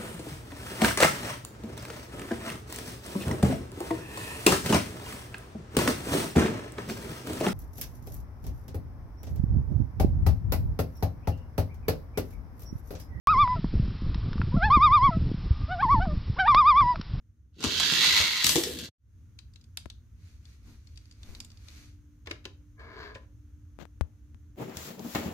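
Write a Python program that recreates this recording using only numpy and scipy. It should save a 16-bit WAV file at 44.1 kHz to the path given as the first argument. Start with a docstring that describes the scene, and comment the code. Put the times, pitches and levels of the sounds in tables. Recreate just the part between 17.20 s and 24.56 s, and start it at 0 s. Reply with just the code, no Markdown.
"""In a small room with humming ventilation, two die-cast toy cars drop from a start gate, rattle down a
plastic track and crash into the hollow finish gate. The sound drops out briefly and a second scene
fades in: a hand picks up one car, its loose wheels clicking, while a sleeve rustles. The car knocks
down on a wooden shelf and is rolled into line. Fingers bump a phone beside its left microphone,
and the palm creaks against its case."""
import sys
import numpy as np
from scipy import signal
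from scipy.fft import rfft, irfft, next_fast_len
from scipy.io import wavfile
from scipy.ndimage import map_coordinates

SR = 44100
rng = np.random.default_rng(int(sys.argv[2]) if len(sys.argv) > 2 else 0)


def dump(signal):
    """Clip the signal to [-1, 1] and save it as 16-bit WAV at the path in sys.argv[1]."""
    limited = np.clip(np.atleast_2d(signal).T, -1, 1)
    pcm = np.round(limited * 32767).astype(np.int16)
    wavfile.write(sys.argv[1], SR, pcm)


N = 324576
TIME = np.arange(N) / SR
HIT_TIME = TIME[:SR // 3]  # the clock for one short hit

# The tone colour of each sound. Each row: frequency in Hz, relative level in dB.
VENT_COLOUR = [(20, -31), (35, -16), (56, 2.5), (80, 1.5), (110, -2), (135, -15.5), (168, -15), (200, -26),
               (235, -15), (262, -27), (295, -19), (345, -31.5), (470, -37), (1000, -58.5), (2500, -110)]
AIR_COLOUR = [(400, -23), (800, 2), (1400, 8.5), (2500, 1.5), (5000, -3.5), (6400, 6.5), (7500, -6),
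              (15000, -5.5)]
WHEEL_COLOUR = [(1200, -39), (2200, -30), (2700, -3), (3300, -1.5), (3800, -0.5), (4400, 1), (5000, -3.5),
                (5500, -5), (6700, -5.5), (8000, -29), (11000, -44)]
TRACK_COLOUR = [(300, -37), (500, -17), (720, -21), (950, -4), (1150, -6), (1420, -2.5), (1650, -6),
                (2000, -2.5), (2500, -4.5), (3200, -12), (5000, -48)]
WHEEL_HISS_COLOUR = [(5000, -36.5), (7500, 2.5), (9000, -2.5), (10500, -2), (12000, 0.5), (15000, -7.5)]
RUMBLE_COLOUR = [(30, -30.5), (55, -9), (80, -0.5), (120, -2.5), (200, 0), (320, -4), (410, -4), (520, -13),
                 (700, -21), (1200, -50)]
GATE_WALL_COLOUR = [(180, -20), (310, 0.5), (430, 1.5), (580, -22.5), (1200, -39.5)]
SKIN_COLOUR = [(25, -30), (70, 8), (200, 6), (500, -1.5), (900, -5), (2000, -13.5), (3800, -15.5),
               (5000, -24), (7000, -21.5), (9000, -39), (15000, -28)]
SLEEVE_COLOUR = [(400, -9.5), (830, -19), (1400, -9.5), (1800, -10), (2300, -6), (3200, -12.5), (4400, -7),
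                 (5200, -12), (6100, -8), (8000, -19), (12500, -19.5), (15500, -35)]
PALM_COLOUR = [(25, 1), (48, 8), (80, -4.5), (130, -15), (230, -3), (330, -14), (550, -25.5), (1200, -26.5),
               (3000, -42)]
SHELF_COLOUR = [(180, -5), (300, -7), (429, 1.5), (528, -12), (683, -2.5), (832, -15), (1000, -2),
                (1340, -4.5), (1660, -4), (1910, -9.5), (2260, -5), (2470, -37), (3200, -50), (4160, -55),
                (7040, -120)]
AXLE_COLOUR = [(1800, -7), (2600, -1), (3600, -0.5), (4600, 2.5), (5500, -10.5), (7000, -15.5), (8300, -31),
               (12500, -28), (14300, -23), (15500, -30)]
# The pitches at which each object rings when shaken. Each row: pitch in Hz, width in Hz, level in dB.
TRACK_RESONANCES = [(1954, 70, 1), (2210, 70, 0), (2314, 60, -2), (2690, 94, -6), (3145, 70, -9.5),
                    (3430, 91, -6), (3700, 50, -2), (3900, 150, -7), (4500, 110, -4.5)]
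GATE_RESONANCES = [(298, 50, -7), (340, 32, 0), (379, 28, -1), (418, 28, -2), (466, 50, -13)]
CAR_RESONANCES = [(1440, 1000, -5.5), (2800, 740, 4), (3650, 540, 8.5), (4590, 820, 8), (6000, 660, 2)]
SHELF_RESONANCES = [(420, 69, 0), (612, 82, -21), (1025, 62, -1.5), (1680, 110, 1.5), (2300, 170, -8)]
# The notes of a knocked object. Each row: pitch in Hz, level in dB, seconds to fade by 60 dB.
PHONE_MODES = [(72, 12.5, 0.085), (174, -8.5, 0.099), (247, -6, 0.048)]
SHELF_MODES = [(335.4, -12, 0.023), (421, 11, 0.038), (537, -7.5, 0.078), (1017, -1.5, 0.042),
               (1720, 7, 0.017), (2260, 1.5, 0.023), (2945, -22.5, .014), (5030, -20, 0.0065)]
# How hard the racing wheels chatter. Each row: time in seconds, level in dB.
CHATTER_LEVELS = [(.32, -84.5), (.365, -71), (.44, -38.5), (.596, -34), (.61, -30), (.73, -32), (.85, -26),
                  (.98, -28), (1.1, -34), (1.25, -33.5), (1.37, -39.5), (1.43, -46.5), (1.56, -49),
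                  (1.68, -45.5)]
# Their whirr climbs with speed. Each row: time in seconds, pitch in Hz.
WHIRR_PITCHES = [(.4, 1439), (.7, 1705), (1, 2171), (1.12, 2157), (1.25, 1932), (1.68, 1603)]
# The cars hit track joints and the gate. Each row: start in seconds, level in dB.
CRASHES = [(0.405, -50), (.4264, -44), (.439, -31.5), (.446, -35), (.599, -31), (.7209, -35), (.8445, -32),
           (1, -32.5), (1.243, -23.5), (1.266, -23.5), (1.292, -24), (1.356, -28.5), (1.363, -31),
           (1.436, -32.5), (1.5871, -43)]
# The track slaps under the cars. Each row: start in seconds, level in dB, pitch in Hz.
TRACK_SLAPS = [(.441, -31.5, 230), (0.448, -36, 168.2), (.462, -34, 170), (.72, -38, 218.6),
               (.999, -39, 151), (1.245, -41.5, 190), (1.296, -45.5, 198.9), (1.358, -26.5, 272)]
# The finish gate is rammed. Each row: start in seconds, level in dB.
GATE_BOOMS = [(1.357, -18.5), (1.372, -24.5), (1.47, -30)]
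# The car is handled. Each row: start in seconds, level in dB, ping pitch in Hz, left minus right in dB.
CAR_CLICKS = [(2.188, -41.5, 3940, 6), (2.358, -47.5, 3950, 3), (2.572, -28.5, 3540, 3),
              (2.7, -38.5, 3670, 3.5), (3.253, -51, 4440, 6), (3.671, -51.5, 4450, 4),
              (3.774, -44.5, 4650, 4.5), (3.911, -48.5, 4580, 2), (4.031, -44.5, 3640, 2),
              (4.149, -40.5, 3940, 2), (4.202, -34, 4780, -5.5), (4.247, -44, 6960, 5),
              (4.484, -45.5, 3900, 10), (5.071, -36, 1950, 6), (5.111, -27.5, 2290, 1.5),
              (5.253, -32, 3020, 1.5), (5.95, -42, 2380, 1)]
# Loose wheels tick as the car is turned. Each row: start and end in seconds, level in dB.
CAR_TURNS = [(2.301, 2.505, -56.5), (3.701, 3.965, -55.5), (4.278, 4.383, -52)]
# Fingers tap the phone. Each row: start in seconds, tick level in dB, the frequency in Hz above which
# the tick weakens, thud level in dB.
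FINGER_TAPS = [(2.658, -19.5, 1740, -33.5), (2.6608, -21, 302, -64), (4.092, -32, 300, -26),
               (4.127, -42, 200.5, -32), (6.589, -21, 674, -54), (6.654, -23.5, 1270, -45),
               (6.81, -6, 780, -48), (6.8135, -15.5, 1300, -7.5), (7.146, -34, 2200, -33)]
# The arm moves. Each row: middle and half length in seconds, sleeve level in dB, palm level in dB.
ARM_MOVES = [(3.086, 0.09, -59.5, -61.5), (3.304, 0.072, -58.5, -73), (3.504, 0.063, -58, -45.5),
             (3.799, .25, -63.5, -81), (4.122, 0.095, -53, -41.5), (4.316, 0.086, -66, -52.5),
             (4.556, 0.13, -50, -54)]
# The car meets the shelf. Each row: start in seconds, level in dB.
SHELF_LANDINGS = [(5.071, -27), (5.109, -25.5), (5.254, -31), (5.604, -38.5), (5.956, -28.5),
                  (6.032, -48.5)]
# How hard the car is pushed along the shelf. Each row: time in seconds, level in dB.
PUSH_LEVELS = [(5.55, -79), (5.6, -44.5), (5.67, -46.5), (5.84, -39), (5.92, -45.5), (5.97, -58),
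               (6.02, -88)]
# How long the room echoes. Each row: frequency in Hz, seconds to fade by 60 dB.
ECHO_TIMES = [(150, 0.1), (600, 0.39), (1500, 0.27), (4000, 0.28), (14000, 0.18)]

RAMP_S, FINISH_S, RACE_END_S = 0.36, 1.235, 1.688  # cars enter the ramp; reach the gate; the scene ends


def amp(db):
    """Turn decibels into a gain to multiply by."""
    return 10 ** (np.asarray(db) / 20)


def unit(x):
    """Scale to an average (rms) level of 1."""
    return x / np.sqrt(np.mean(x ** 2) + 1e-20)


def peaked(x):
    """Scale to a peak of 1."""
    return x / (np.abs(x).max() + 1e-12)


def unit_hit(x):
    """Scale a hit to an average (rms) level of 1 over its first 10 ms."""
    return x / np.sqrt(np.mean(x[..., :SR // 100] ** 2) + 1e-20)


def along(points, hz):
    """Look up a table by frequency, on a scale of octaves."""
    frequencies, values = np.transpose(points)
    return np.interp(np.log(hz + 1), np.log(frequencies + 1), values)


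def curve(rows):
    """Join (time, value) rows with straight lines."""
    return np.interp(TIME, *np.transpose(rows))


def during(rows):
    """A gain of 1 from the first row's time to the last, with soft ends."""
    return np.clip(np.minimum(TIME - rows[0][0], rows[-1][0] - TIME) / .03, 0, 1)


def swell(start_s, db, attack_s, hold_s, fall_db_per_s):
    """A gain that rises, holds and dies away."""
    t = TIME - start_s
    return np.clip(t / attack_s, 0, 1) * amp(db - fall_db_per_s * np.maximum(t - attack_s - hold_s, 0))


def wobble(rate):
    """A smooth curve through `rate` random values a second."""
    return map_coordinates(rng.standard_normal(int(N * rate / SR) + 4), [TIME * rate / SR])


def filtered(x, response):
    """Multiply each frequency in x by response(hz)."""
    length = x.shape[-1]
    padded = next_fast_len(length + 8192)
    return irfft(rfft(x, padded) * response(np.fft.rfftfreq(padded, 1 / SR)), padded)[..., :length]


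def coloured(x, colour):
    """Give x a tone colour and an average level of 1."""
    return unit(filtered(x, lambda hz: amp(along(colour, hz))))


def resonate(x, resonances):
    """Let x shake an object that rings at certain pitches."""
    return filtered(x, lambda hz: sum(amp(db) * 1j * hz * width / (pitch**2 - hz**2 + 1j * hz * width)
                                      for pitch, width, db in resonances))


def band(x, low_hz, high_hz):
    """Keep what lies between two frequencies."""
    return signal.sosfilt(signal.butter(2, [low_hz, high_hz], 'band', fs=SR, output='sos'), x)


def pair(x, alike):
    """Mix two unrelated signals into left and right: alike=0 is unrelated, 1 is the same."""
    turn = np.arccos(np.clip(alike, -1, 1)) / 2
    return np.cos(turn) * x[0] + np.sin(turn) * np.array([x[1], -x[1]])


def noise(alike, size=N):
    """White noise for left and right."""
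    return pair(rng.standard_normal((2, size)), alike)


def pan(db):
    """Left and right gains; positive dB makes the left louder."""
    return amp(np.array([db, -db]).reshape(2, -1) / 2)


def grains(rate, spread_db):
    """Two random streams of tiny uneven impacts, about `rate` a second."""
    impacts = rng.random((2, N)) < rate / SR
    signs = rng.choice([-1, 1], (2, N))
    sizes = amp(spread_db * np.clip(rng.standard_normal((2, N)), -2, 2))
    return unit(impacts * signs * sizes)


def ring(modes, scatter_db):
    """Fading notes whose strengths vary by about scatter_db from blow to blow."""
    return sum(amp(db + scatter_db * rng.normal() - 60 * HIT_TIME / t60)
               * np.sin(2 * np.pi * hz * HIT_TIME) for hz, db, t60 in modes)


def touch(t60, rise_s, alike):
    """A gritty contact that swells, then fades by 60 dB in t60 seconds."""
    return noise(alike, len(HIT_TIME)) * amp(-60 * HIT_TIME / t60) * (1 - np.exp(-HIT_TIME / rise_s))


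def burst(low_hz, high_hz, t60, alike):
    """A puff of noise, like many crowded notes dying together."""
    return unit_hit(band(touch(t60, rise_s=0.00081, alike=alike), low_hz, high_hz))


def add(out, start_s, hit):
    """Mix a hit into out at its start time."""
    part = out[:, round(start_s * SR):][:, :len(HIT_TIME)]
    part += hit[..., :part.shape[1]]


def ventilation(fan_hz=294):
    """Ventilation drones over faint hiss; a wavering fan tone joins in later."""
    drone_db = np.where(TIME < RACE_END_S, -60, -44)
    hiss_db = np.where(TIME < RACE_END_S, -88, -69.5)
    fan = unit(np.sin(2 * np.pi * fan_hz * TIME + 0.69 * wobble(9))) * amp(1.7 * wobble(7))
    fan *= swell(4.27, db=-61, attack_s=0.43, hold_s=.2, fall_db_per_s=1)
    drone = coloured(noise(alike=0.94), VENT_COLOUR) * amp(drone_db)
    hiss = coloured(noise(alike=.2), AIR_COLOUR) * amp(hiss_db)
    return drone + fan + hiss


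def passing_db(time_s, closest_s=.65, width_s=.22):
    """Left minus right level of the cars: on the right when close, centred when far."""
    return -7.5 / (1 + ((time_s - closest_s) / width_s) ** 2)


def race():
    """Hard wheels chatter on the track, whirring higher with speed; the ramp rumbles, the cars skid."""
    roll_db, whirr_hz = curve(CHATTER_LEVELS), curve(WHIRR_PITCHES)
    octaves = np.log2(whirr_hz / whirr_hz.max())  # 0 at top speed, negative when slower
    chatter = grains(rate=1500, spread_db=4.5) * amp(1.8 * wobble(140))
    # the cars cross the track's still points (nodes), so each resonance swells and fades by itself
    rings = sum(resonate(chatter, [row]) * amp(3.4 * wobble(16)) for row in TRACK_RESONANCES)
    ringing = chatter + amp(3) * rings
    phase = 2 * np.pi * np.cumsum(whirr_hz) / SR
    whirr = unit(band(noise(alike=0.72), 15, 110) * np.sin(phase))  # uneven wheels blur the pitch
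    overtone = unit(band(noise(alike=0.4), 15, 160) * np.sin(2 * phase))
    rattle = (coloured(pair(ringing, alike=0.4), WHEEL_COLOUR) + amp(-8.5) * overtone) * amp(roll_db)
    track = unit(coloured(pair(ringing, alike=.6), TRACK_COLOUR) + amp(-2.5) * whirr)
    track *= amp(roll_db - 4 + 12 * octaves)
    skid = swell(FINISH_S, db=-36, attack_s=.03, hold_s=0.029, fall_db_per_s=69.5)
    hiss = coloured(pair(chatter, alike=.15), WHEEL_HISS_COLOUR)
    hiss *= amp(roll_db - 13.5 + 6 * octaves) + skid
    ramp = swell(RAMP_S, db=-48.5, attack_s=0.054, hold_s=.56, fall_db_per_s=54)
    gate = swell(FINISH_S, db=-48, attack_s=.03, hold_s=0.35, fall_db_per_s=36)
    rumble = coloured(pair(grains(rate=860, spread_db=3), alike=0.91), RUMBLE_COLOUR) * (ramp + gate)
    mix = rattle * pan(passing_db(TIME)) + hiss * pan(-1.2) + track * pan(0.87) + rumble * pan(1.5)
    return during(CHATTER_LEVELS) * mix


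def crashes():
    """Metal clacks on plastic; the soft track knocks and thuds, the hard gate cracks and booms."""
    out = np.zeros((2, N))
    for start_s, db in CRASHES:
        crack_db, knock_db = (-24, -7.5) if start_s < FINISH_S else (-10, -20)  # track, else gate
        clack = burst(2400, 7000, t60=.02, alike=.3)
        crack = amp(crack_db) * burst(8200, 21000, t60=0.0063, alike=.15)
        knock = amp(knock_db) * burst(760, 1400, t60=0.028, alike=0.95)
        hit = (clack + crack) * pan(passing_db(start_s) + 4.5) + knock * pan(2.3)
        add(out, start_s, amp(db) * hit)
    for start_s, db, pitch_hz in TRACK_SLAPS:
        thud = burst(pitch_hz / 2, 1.5 * pitch_hz, t60=0.025, alike=1)
        add(out, start_s, amp(db) * thud * pan(5.9))
    for start_s, db in GATE_BOOMS:
        shudder = touch(t60=0.056, rise_s=0.00047, alike=1)  # the loose gate chatters as it is hit
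        boom = coloured(resonate(shudder, GATE_RESONANCES), GATE_WALL_COLOUR)
        add(out, start_s, amp(db) * peaked(boom))
    return out


def car_clicks(ticks_per_turn=3, tick_hz=4700, on_shelf_s=5):
    """Loose axles and the car's body click, one part pinging; harder contacts crack brighter."""
    out = np.zeros((2, N))
    hardest_db = max(row[1] for row in CAR_CLICKS)
    ticks = [(start + (end - start) * (k + rng.random()) / ticks_per_turn, db, tick_hz, 0)
             for start, end, db in CAR_TURNS for k in range(ticks_per_turn)]
    for start_s, db, ping_hz, side_db in CAR_CLICKS + ticks:
        contact = touch(t60=0.022, rise_s=0.00063, alike=0.17)
        body = unit_hit(band(resonate(contact, CAR_RESONANCES), ping_hz / 2.8, ping_hz * 2.2))
        ping = unit_hit(resonate(contact, [(ping_hz, 300, 0)]))
        ping_tail = amp(-12) * unit_hit(ring([(ping_hz, 0, 0.04)], scatter_db=0))
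        clack = amp(db) * unit_hit(body + ping + ping_tail)
        crack_db = -31 + 2.22 * (db - hardest_db) - 19 * (start_s > on_shelf_s)  # wood dulls the crack
        crack = amp(crack_db) * burst(5860, 12000, t60=0.0063, alike=0.12)
        knock = amp(db - 20) * burst(590, 2300, t60=0.074, alike=0.31)
        add(out, start_s, (clack + crack + knock) * pan(side_db))
    return out


def fingers():
    """Taps and one rub travel through the phone's case, almost only to the left microphone."""
    out = np.zeros((2, N))
    for start_s, tick_db, corner_hz, thud_db in FINGER_TAPS:
        pulse_time = 2 * np.pi * corner_hz * HIT_TIME
        tick = peaked(band(pulse_time * np.exp(-pulse_time), 54, 15000))
        grit = amp(-37) * burst(2200, 11000, t60=0.0091, alike=0.47)
        thud = peaked(ring(PHONE_MODES, scatter_db=7))
        add(out, start_s, amp(tick_db) * (tick + grit) + amp(thud_db) * thud)
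    rub = coloured(grains(rate=2900, spread_db=-3), SKIN_COLOUR)
    rub *= swell(6.592, db=-33, attack_s=0.0098, hold_s=.024, fall_db_per_s=700)
    return (out + rub) * amp([[0], [-28]])


def arm_gains():
    """Each arm movement swells and fades. Gives one gain for the sleeve and one for the palm."""
    middle_s, half_s, *levels_db = np.transpose(ARM_MOVES)
    swells = np.exp(-((TIME[:, None] - middle_s) / half_s) ** 2)
    return amp(levels_db) @ swells.T


def sleeve(gain):
    """Cloth fibres slide as the arm carries the car."""
    return coloured(pair(grains(rate=2200, spread_db=0), alike=0.12), SLEEVE_COLOUR) * gain


def palm(gain):
    """The palm creaks dully against the phone as the arm swings."""
    return coloured(noise(alike=0.99), PALM_COLOUR) * gain * pan(2.6)


def shelf_knocks(graze_s=0.012):
    """The board answers each landing and stop of the car with a wooden knock."""
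    out = np.zeros((2, N))
    for start_s, db in SHELF_LANDINGS:
        graze = burst(810, 4600, t60=0.12, alike=0.41)  # one wheel brushes the board first
        add(out, start_s - graze_s, amp(db - 21.5) * graze)
        tyres = touch(t60=0.052, rise_s=0.00052, alike=0.97)  # four wheels land almost together
        notes = ring(SHELF_MODES, scatter_db=1.5)
        board = signal.fftconvolve(tyres, notes[None], axes=1)[:, :len(HIT_TIME)]
        clatter = amp(-16) * burst(490, 2160, t60=0.1, alike=0.45)
        add(out, start_s, amp(db) * (peaked(board) * pan(4.3) + clatter))
    return out


def shelf_roll():
    """Pushed slowly, the wheels murmur through the board; the axles scrape when pressed hardest."""
    push_db = curve(PUSH_LEVELS)
    bumps = pair(grains(rate=1000, spread_db=1.5), alike=0.73)
    board = coloured(bumps + amp(5) * resonate(bumps, SHELF_RESONANCES), SHELF_COLOUR) * amp(push_db)
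    scrape = coloured(bumps, AXLE_COLOUR) * amp(-46 + 2.05 * (push_db - push_db.max()))
    return during(PUSH_LEVELS) * (board + scrape) * pan(3.6)


def room_echo(x):
    """The walls echo to each microphone; only the long, low waves reach both alike."""
    hz, t, spectrum = signal.stft(rng.standard_normal((2, SR // 2)), SR, nperseg=256)
    spectrum = pair(spectrum, alike=np.sinc(hz / 1300)[:, None])
    fade = amp(-60 * t / along(ECHO_TIMES, hz)[:, None])
    tail = signal.istft(spectrum * fade, SR, nperseg=256)[1]
    tail = np.pad(tail / np.linalg.norm(tail[0]), ((0, 0), (SR // 200, 0)))  # arrives 5 ms late
    return signal.fftconvolve(x, tail, axes=1)[:, :N]


def scene():
    """Mix everything; far sounds carry more echo than those at hand."""
    rolling, hits = race(), crashes()
    clicks, taps = car_clicks(), fingers()
    sleeve_gain, palm_gain = arm_gains()
    near = shelf_roll() + shelf_knocks() + sleeve(sleeve_gain)
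    echo = room_echo(amp(-5.5) * rolling + amp(-2.5) * hits + amp(-12) * clicks
                     + amp(-24.5) * taps + amp(-8.5) * near)
    left, right = clicks + near
    late_right = np.interp(TIME - 6 / SR, TIME, right)  # the hand is on the left, so the right lags
    handling = np.array([left, late_right])
    return rolling + hits + handling + echo + taps + palm(palm_gain) + ventilation()


def record(dry, resume_s=1.782, fade_in_s=0.22, fall_db_per_s=2403, top_hz=15600):
    """The race fades out fast, the shelf scene fades in, and the highest treble is removed."""
    race_gain = amp(3 - fall_db_per_s * np.maximum(TIME - RACE_END_S, 0))
    shelf_gain = amp(-7) * np.clip((TIME - resume_s) / fade_in_s, 0, 1)
    return filtered(dry * (race_gain + shelf_gain), lambda hz: 1 / (1 + (hz / top_hz) ** 120))


dry = scene()
out = record(dry)
dump(out)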